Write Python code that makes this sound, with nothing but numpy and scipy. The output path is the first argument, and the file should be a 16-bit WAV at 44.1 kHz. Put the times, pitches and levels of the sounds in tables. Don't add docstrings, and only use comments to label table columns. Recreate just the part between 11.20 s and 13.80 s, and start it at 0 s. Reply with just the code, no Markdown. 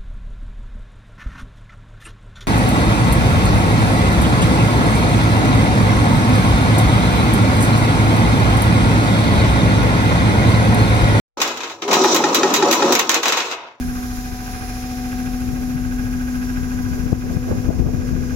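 import sys
import numpy as np
from scipy import signal
from scipy.fft import rfft, irfft
from scipy.io import wavfile

SR = 44100
rng = np.random.default_rng(int(sys.argv[2]) if len(sys.argv) > 2 else 0)


def wav_record(signal):
    frames = np.transpose(np.atleast_2d(signal))
    bounded = np.clip(frames, -1, 1)
    quanta = np.round(bounded * 32767).astype(np.int16)
    wavfile.write(sys.argv[1], SR, quanta)


N = 114660
T = np.arange(N) / SR
FREQS = np.fft.rfftfreq(N, 1 / SR)

# t/s, level/dB
DRIVE_EFFORT = [(.166, -120), (.172, -25.5), (.28, -32), (.34, -35.5), (.612, -43), (.626, -27.5),
                (.668, -31), (.69, -18), (.73, -15.5), (.89, -18), (.93, -17.5), (.98, -20), (1.2, -18.5),
                (1.33, -18), (1.38, -22.5), (1.47, -16), (1.55, -20.5), (1.71, -16.5), (1.77, -22.5),
                (2.01, -33), (2.3, -40.5), (2.6, -59.5)]
# f/Hz, level/dB
FRAME_TONE = [(25, -36), (70, -48), (125, -23), (170, -8), (250, -3.5), (390, 2), (620, -3.5), (850, -2),
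              (1200, -1.5), (1600, -18.5), (2500, -22), (4500, -26.5), (9000, -43), (16000, -38)]
# f/Hz, width/Hz, boost/dB
FRAME_MODES = [(156.7, 5.7, 9.5), (242.1, 13.3, 10), (300.5, 10, 4.5), (334, 18, 7.5), (562.5, 15, 7),
               (725.7, 10, 10), (849, 19, 6)]
# f/Hz, level/dB
SCRAPE_TONE = [(500, -61), (2000, -14), (3200, -3), (3900, 9.5), (4600, 1.5), (5900, 7.5), (7000, -2.5),
               (8300, -4), (9400, -94), (12000, -19), (15500, -18)]
# f/Hz, width/Hz, boost/dB
SQUEAL_MODES = [(5890, 610, 6.5), (6880, 79, 13.5)]
# f/Hz, level/dB
MOTOR_TONE = [(20, -22.5), (45, -12), (70, 1), (125, 11), (300, -47.5)]
# t/s, level/dB
STRAND_SHAKE = [(.169, -120), (.173, -36), (.23, -22), (.32, -26), (.36, -32.5), (.44, -31), (.52, -31.5),
                (.57, -48), (.612, -49), (.74, -27.5), (1.1, -26), (1.81, -23), (1.885, -32.5), (1.96, -16),
                (2.02, -31.5), (2.06, -18.5), (2.2, -23), (2.28, -28.5), (2.33, -25), (2.37, -33.5),
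                (2.46, -35), (2.6, -53.5)]
# f/Hz, level/dB
JANGLE_TONE = [(30, -43), (110, -25), (215, -11.5), (330, 1.5), (600, -1), (1000, 4), (1600, -3),
               (2500, -2.5), (3150, -8), (3850, -3), (4700, -10.5), (6300, -8.5), (7400, -13), (9300, -34),
               (12000, -28), (15500, -29.5)]
# f/Hz, width/Hz, boost/dB
WIRE_TABLE_MODES = [(467, 14, 9.5), (2555, 160, 5), (1070, 73, 2.5), (3843, 120, 4), (4820, 84, 6),
                    (7020, 88, 7.5)]
# f/Hz, level/dB
SHEET_TONE = [(100, -30), (400, -6.5), (950, 1), (1600, -6), (2800, -5), (6500, -25), (9500, -58)]
# t/s, level/dB
FRAME_THUDS = [(0.171, -47.5), (.945, -51), (1.149, -49), (1.337, -47), (1.511, -49), (1.625, -52),
               (1.722, -41)]
# t/s, level/dB, treble boost/dB, chatter fade time/s, first tick boost/dB
WIRE_SNAPS = [(0.2017, -23.5, -1, 0.007, -7), (0.2157, -16.5, 1, 0.014, -2.5), (0.277, -25, 5, 0.0027, -8),
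              (0.372, -30.5, 0, 0.0049, -5), (0.405, -26.5, -20, 0.0067, -6),
              (0.4336, -23.5, -33, 0.0047, -9), (.461, -51, -17, 0.0047, -8), (.497, -33, -12, 0.009, -8),
              (0.62, -22, -38, 0.0054, -4), (0.6787, -24.5, -18, 0.0054, -4),
              (0.7117, -18, -20, 0.0088, -4), (0.7298, -16, -2, 0.022, 9), (0.838, -23.5, 4, 0.018, -13),
              (0.9441, -19, 10, 0.011, -6), (0.962, -17.5, 6.5, 0.0071, -8), (1.146, -16.5, 6.5, 0.016, 4),
              (1.3383, -16.5, 7.5, 0.013, -2), (1.362, -19.5, 4, 0.0087, -8),
              (1.5115, -19.5, 8.5, 0.0073, 2), (1.526, -18.5, 8.5, 0.017, -8),
              (1.723, -18.5, 7.5, 0.014, -2.5), (1.7515, -15, 5, 0.0056, 2.5),
              (1.792, -15, 4.5, 0.0084, 3.5), (1.893, -12.5, -0.5, 0.0063, 1.5),
              (1.913, -21, 7, 0.0075, -14), (1.943, -18.5, 7, 0.0074, 2), (2.0303, -20, -0.5, 0.014, -3),
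              (2.056, -20.5, -1.5, 0.0097, -2), (2.0817, -14.5, 6.5, 0.0024, -6),
              (2.1215, -15, -7, 0.009, -7), (2.172, -21.5, -3.5, 0.016, 0), (2.202, -18.5, -25, 0.0069, -4),
              (2.255, -35, -6, 0.0053, -10.5), (2.3123, -27.5, -20, 0.02, -5.5)]
# f/Hz, level/dB
SNAP_TONE = [(60, -75), (180, -15.5), (400, -5), (650, -10.5), (1050, 3.5), (1600, 0), (2450, 2),
             (3100, -0.5), (3850, 3), (4500, -5), (6000, 2), (7000, -2.5), (8300, -12.5), (9400, -27.5),
             (10700, -20), (12100, -10.5), (15500, -17.5)]
# t/s, half length/s, f/Hz, level/dB
FRAME_GROANS = [(0.699, 0.046, 406, -19.5), (0.826, 0.029, 385, -13), (0.936, 0.014, 375.6, -12.5),
                (1.007, 0.0044, 844, -12.5), (1.104, 0.018, 555, -21), (1.258, 0.012, 368, -11),
                (1.402, 0.018, 398, -16), (1.482, 0.033, 380, -27), (1.491, 0.041, 554.7, -19),
                (1.654, 0.02, 366.6, -11.5), (1.671, 0.055, 560, -17), (1.725, 0.016, 371, -14)]
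# t/s, level/dB
WIRE_PINGS = [(.752, -19.5), (.852, -24), (.965, -22.5), (1.155, -14.5), (1.375, -19.5), (1.545, -24)]
# t/s, level/dB, clang boost/dB
BLADE_KNOCKS = [(0.843, -14.5, 5.5), (1.038, -13, 4), (1.2311, -11.5, 0.5), (1.4235, -14, 5),
                (1.6212, -14, 3)]
# f/Hz, level/dB, time to fade by 60 dB/s
BLADE_MODES = [(238.4, -12.5, 0.18), (360, -29, 0.13), (382.4, 3, 0.11), (1352, 8.5, 0.028),
               (1810, 4, 0.032), (1886, -10, 0.18), (2456, 1.5, 0.038), (3775, -1, 0.04)]
# f/Hz, level/dB
CRACK_TONE = [(100, -47), (350, 22), (600, -18), (1300, 0), (3000, -3), (6500, 1), (9300, -26.5),
              (12500, -27), (16000, -41.5)]
# f/Hz, likeness (0 unrelated, 1 or more alike, below 0 opposed)
STEREO_LIKENESS = [(40, -0.5), (90, 1), (380, 1.4), (600, 0.6), (800, 0.9), (1350, 0.15), (2800, 0),
                   (14000, -0.03)]
# f/Hz, level/dB
STEREO_BALANCE = [(60, -1), (140, 2), (500, 1.5), (770, -2), (1170, 3), (2740, 3), (4190, 0.0), (6410, -5),
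                  (9810, 7.5), (15000, -4.5)]


def amp(db):
    return 10 ** (np.asarray(db) / 20)


def unit(x):
    return x / np.sqrt(np.mean(x ** 2) + 1e-20)


def look_up(points, hz):
    f, value = np.transpose(points)
    return np.interp(np.log(hz + 1), np.log(f + 1), value)


def level(points):
    return amp(np.interp(T, *np.transpose(points)))


def treble(hz, corner_hz=7000):
    return hz ** 2 / (hz ** 2 + corner_hz ** 2)


def pulse(start, fade_s, rise_s=0.0013):
    age = np.maximum(T - start, 0)
    return (1 - np.exp(-age / rise_s)) * np.exp(-age / fade_s)


def wander(hz):
    return unit(irfft(rfft(rng.standard_normal(N)) / (1 + (FREQS / hz) ** 4), N))


def ticks(per_s, hiss=0.37):
    hits = rng.standard_normal((2, N)) * (rng.random((2, N)) < per_s / SR)
    return unit(unit(hits) + hiss * rng.standard_normal((2, N)))


def blend_sides(x):
    first, second = rfft(x)
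    likeness = np.clip(look_up(STEREO_LIKENESS, FREQS), -.99, .99)
    mid = first * np.sqrt((1 + likeness) / 2)
    side = second * np.sqrt((1 - likeness) / 2)
    return irfft(np.array([mid + side, mid - side]), N)


def colour(x, tone, modes=(), tilt_db=0, ripple_db=3, ripple_width_hz=39):
    size = 16384
    hz = np.fft.rfftfreq(size, 1 / SR)
    lag_s = np.arange(len(hz) // 2 + 1) / (len(hz) * hz[1])
    smoothing = np.exp(-(2 * lag_s * ripple_width_hz) ** 2)
    ripple = unit(irfft(rfft(rng.standard_normal(len(hz))) * smoothing, len(hz)))
    gain = amp(look_up(tone, hz) + ripple_db * ripple * treble(hz, corner_hz=700))
    for f, width, db in modes:
        gain *= 1 + (amp(db) - 1) / (1 + (2 * (hz - f) / width) ** 2)
    log_gain = np.log(unit(gain) * amp(tilt_db * treble(hz)) + 1e-6)
    mirrored = np.r_[log_gain, log_gain[-2:0:-1]]
    response = np.fft.ifft(np.exp(np.conj(signal.hilbert(mirrored)))).real[:size // 2]
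    return blend_sides(signal.oaconvolve(x, response[None], axes=1)[:, :N])


def drive(gear_hz=76.77, deep_hz=260, deep_wake_db=-26.5):
    effort = level(DRIVE_EFFORT)
    tooth_count = np.cumsum(gear_hz * (1 + 0.042 * wander(18.5))) / SR
    teeth = 1 + 0.21 * np.cos(2 * np.pi * tooth_count)
    rumble = colour(effort * teeth * ticks(4000, hiss=0.91), FRAME_TONE, FRAME_MODES)
    thin = signal.sosfiltfilt(signal.butter(4, deep_hz, "high", fs=SR, output="sos"), rumble)
    deep_share = np.minimum(effort / amp(deep_wake_db), 1)
    squeal_db = 8 * np.exp(-((T - 0.894) / 0.086) ** 2)
    flutter_db = 4 * wander(45)
    scrape = effort * amp(-13 + squeal_db + flutter_db) * ticks(5500, hiss=0.81)
    return thin + deep_share * (rumble - thin) + colour(scrape, SCRAPE_TONE, SQUEAL_MODES)


def motor(on_s=0.168, off_s=2.05, fade_db_per_s=28):
    running = (T > on_s) * np.minimum(1, amp(-fade_db_per_s * (T - off_s)))
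    return colour(amp(-59.5) * running * rng.standard_normal((2, N)), MOTOR_TONE)


def jangle(settle_s=2.35, dull_db_per_s=38):
    flutter_db = 1.1 * wander(34)
    contacts = level(STRAND_SHAKE) * amp(flutter_db) * ticks(7600, hiss=1.41)
    settled = np.clip((T - settle_s) / 0.063 + .5, 0, 1)
    sheet = colour(contacts * settled, SHEET_TONE)
    sheet_treble = irfft(rfft(sheet) * treble(FREQS, corner_hz=2000), N)
    dulling = 1 - amp(-dull_db_per_s * np.maximum(T - settle_s, 0))
    rattle = colour(contacts * (1 - settled), JANGLE_TONE, WIRE_TABLE_MODES)
    return rattle + sheet - dulling * sheet_treble


def thuds():
    push = sum(amp(db) * pulse(start, fade_s=0.051, rise_s=0.002) for start, db in FRAME_THUDS)
    return colour(push * rng.standard_normal((2, N)), tone=[(20, 0), (90, 0), (250, -18), (1000, -70)])


def snaps():
    power = np.zeros((4, N))
    for start, db, treble_db, chatter_s, tick_db in WIRE_SNAPS:
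        blow = amp(db) * pulse(start, fade_s=chatter_s, rise_s=0.0003)
        first_tick = amp(db + tick_db) * pulse(start, fade_s=0.0024, rise_s=0.0001)
        ring = amp(db + 2.5) * pulse(start, fade_s=0.017 + chatter_s, rise_s=0.0019)
        brightness = amp(treble_db)
        power += np.array([blow, brightness * (blow + first_tick), ring, brightness * ring]) ** 2
    blow_low, blow_high, ring_low, ring_high = np.sqrt(power)
    highs = treble(FREQS, corner_hz=5450) ** 2
    chatter = rfft(ticks(3500, hiss=1.07))
    hiss = rfft(rng.standard_normal((2, N)))
    crack = blow_low * irfft(chatter * (1 - highs), N) + blow_high * irfft(chatter * highs, N)
    tail = ring_low * irfft(hiss * (1 - highs), N) + ring_high * irfft(hiss * highs, N)
    crack = amp(5) * colour(crack, SNAP_TONE, WIRE_TABLE_MODES)
    return crack + colour(tail, SNAP_TONE, WIRE_TABLE_MODES, tilt_db=-11.5)


def groans(waver=0.02):
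    sound = np.zeros(N)
    for peak_s, half_s, hz, db in FRAME_GROANS:
        cycles = np.cumsum(hz * (1 + waver * wander(51))) / SR
        swell = amp(db) * np.exp(-((T - peak_s) / half_s) ** 2)
        sound += swell * np.sin(2 * np.pi * cycles)
    return sound


def pings(pitch_hz=3930):
    ring = sum(amp(db) * pulse(start, fade_s=0.019, rise_s=0.0012) for start, db in WIRE_PINGS)
    cycles = np.cumsum(pitch_hz * (1 + 0.0079 * wander(93))) / SR
    flutter = 1 + 0.35 * wander(79)
    side_shift = np.array([[0], [1]])
    return ring * flutter * np.sin(2 * np.pi * cycles + side_shift)


def knocks(clang_hz=839, clang_s=0.14):
    ring, force = np.zeros((2, N)), np.zeros(N)
    for start, db, clang_db in BLADE_KNOCKS:
        force += amp(db) * pulse(start, fade_s=0.0089)
        for hz, mode_db, ring_s in BLADE_MODES + [(clang_hz, clang_db, clang_s)]:
            side_shift = treble(hz, corner_hz=1300) * np.array([[0.46], [-0.46]])
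            wave = np.sin(2 * np.pi * hz * (T - start) + side_shift)
            ring += amp(db + mode_db) * pulse(start, fade_s=ring_s / np.log(1000), rise_s=0.0029) * wave
    return ring + amp(3.5) * colour(force * ticks(4400), CRACK_TONE)


def scene():
    machine = motor() + drive() + groans() + knocks() + thuds()
    wire = snaps() + pings() + jangle()
    return machine + wire


def record(dry, top_hz=15850):
    balance_db = look_up(STEREO_BALANCE, FREQS)
    gains = amp(np.array([balance_db, -balance_db]) / 2)
    heard = irfft(rfft(dry) * gains / np.sqrt(np.mean(gains ** 2, 0)), N)
    treble_cut = signal.firwin(511, top_hz, window=("kaiser", 9), fs=SR)
    return signal.oaconvolve(np.clip(heard, -1, 1), treble_cut[None], "same")


dry = scene()
out = record(dry)
wav_record(out)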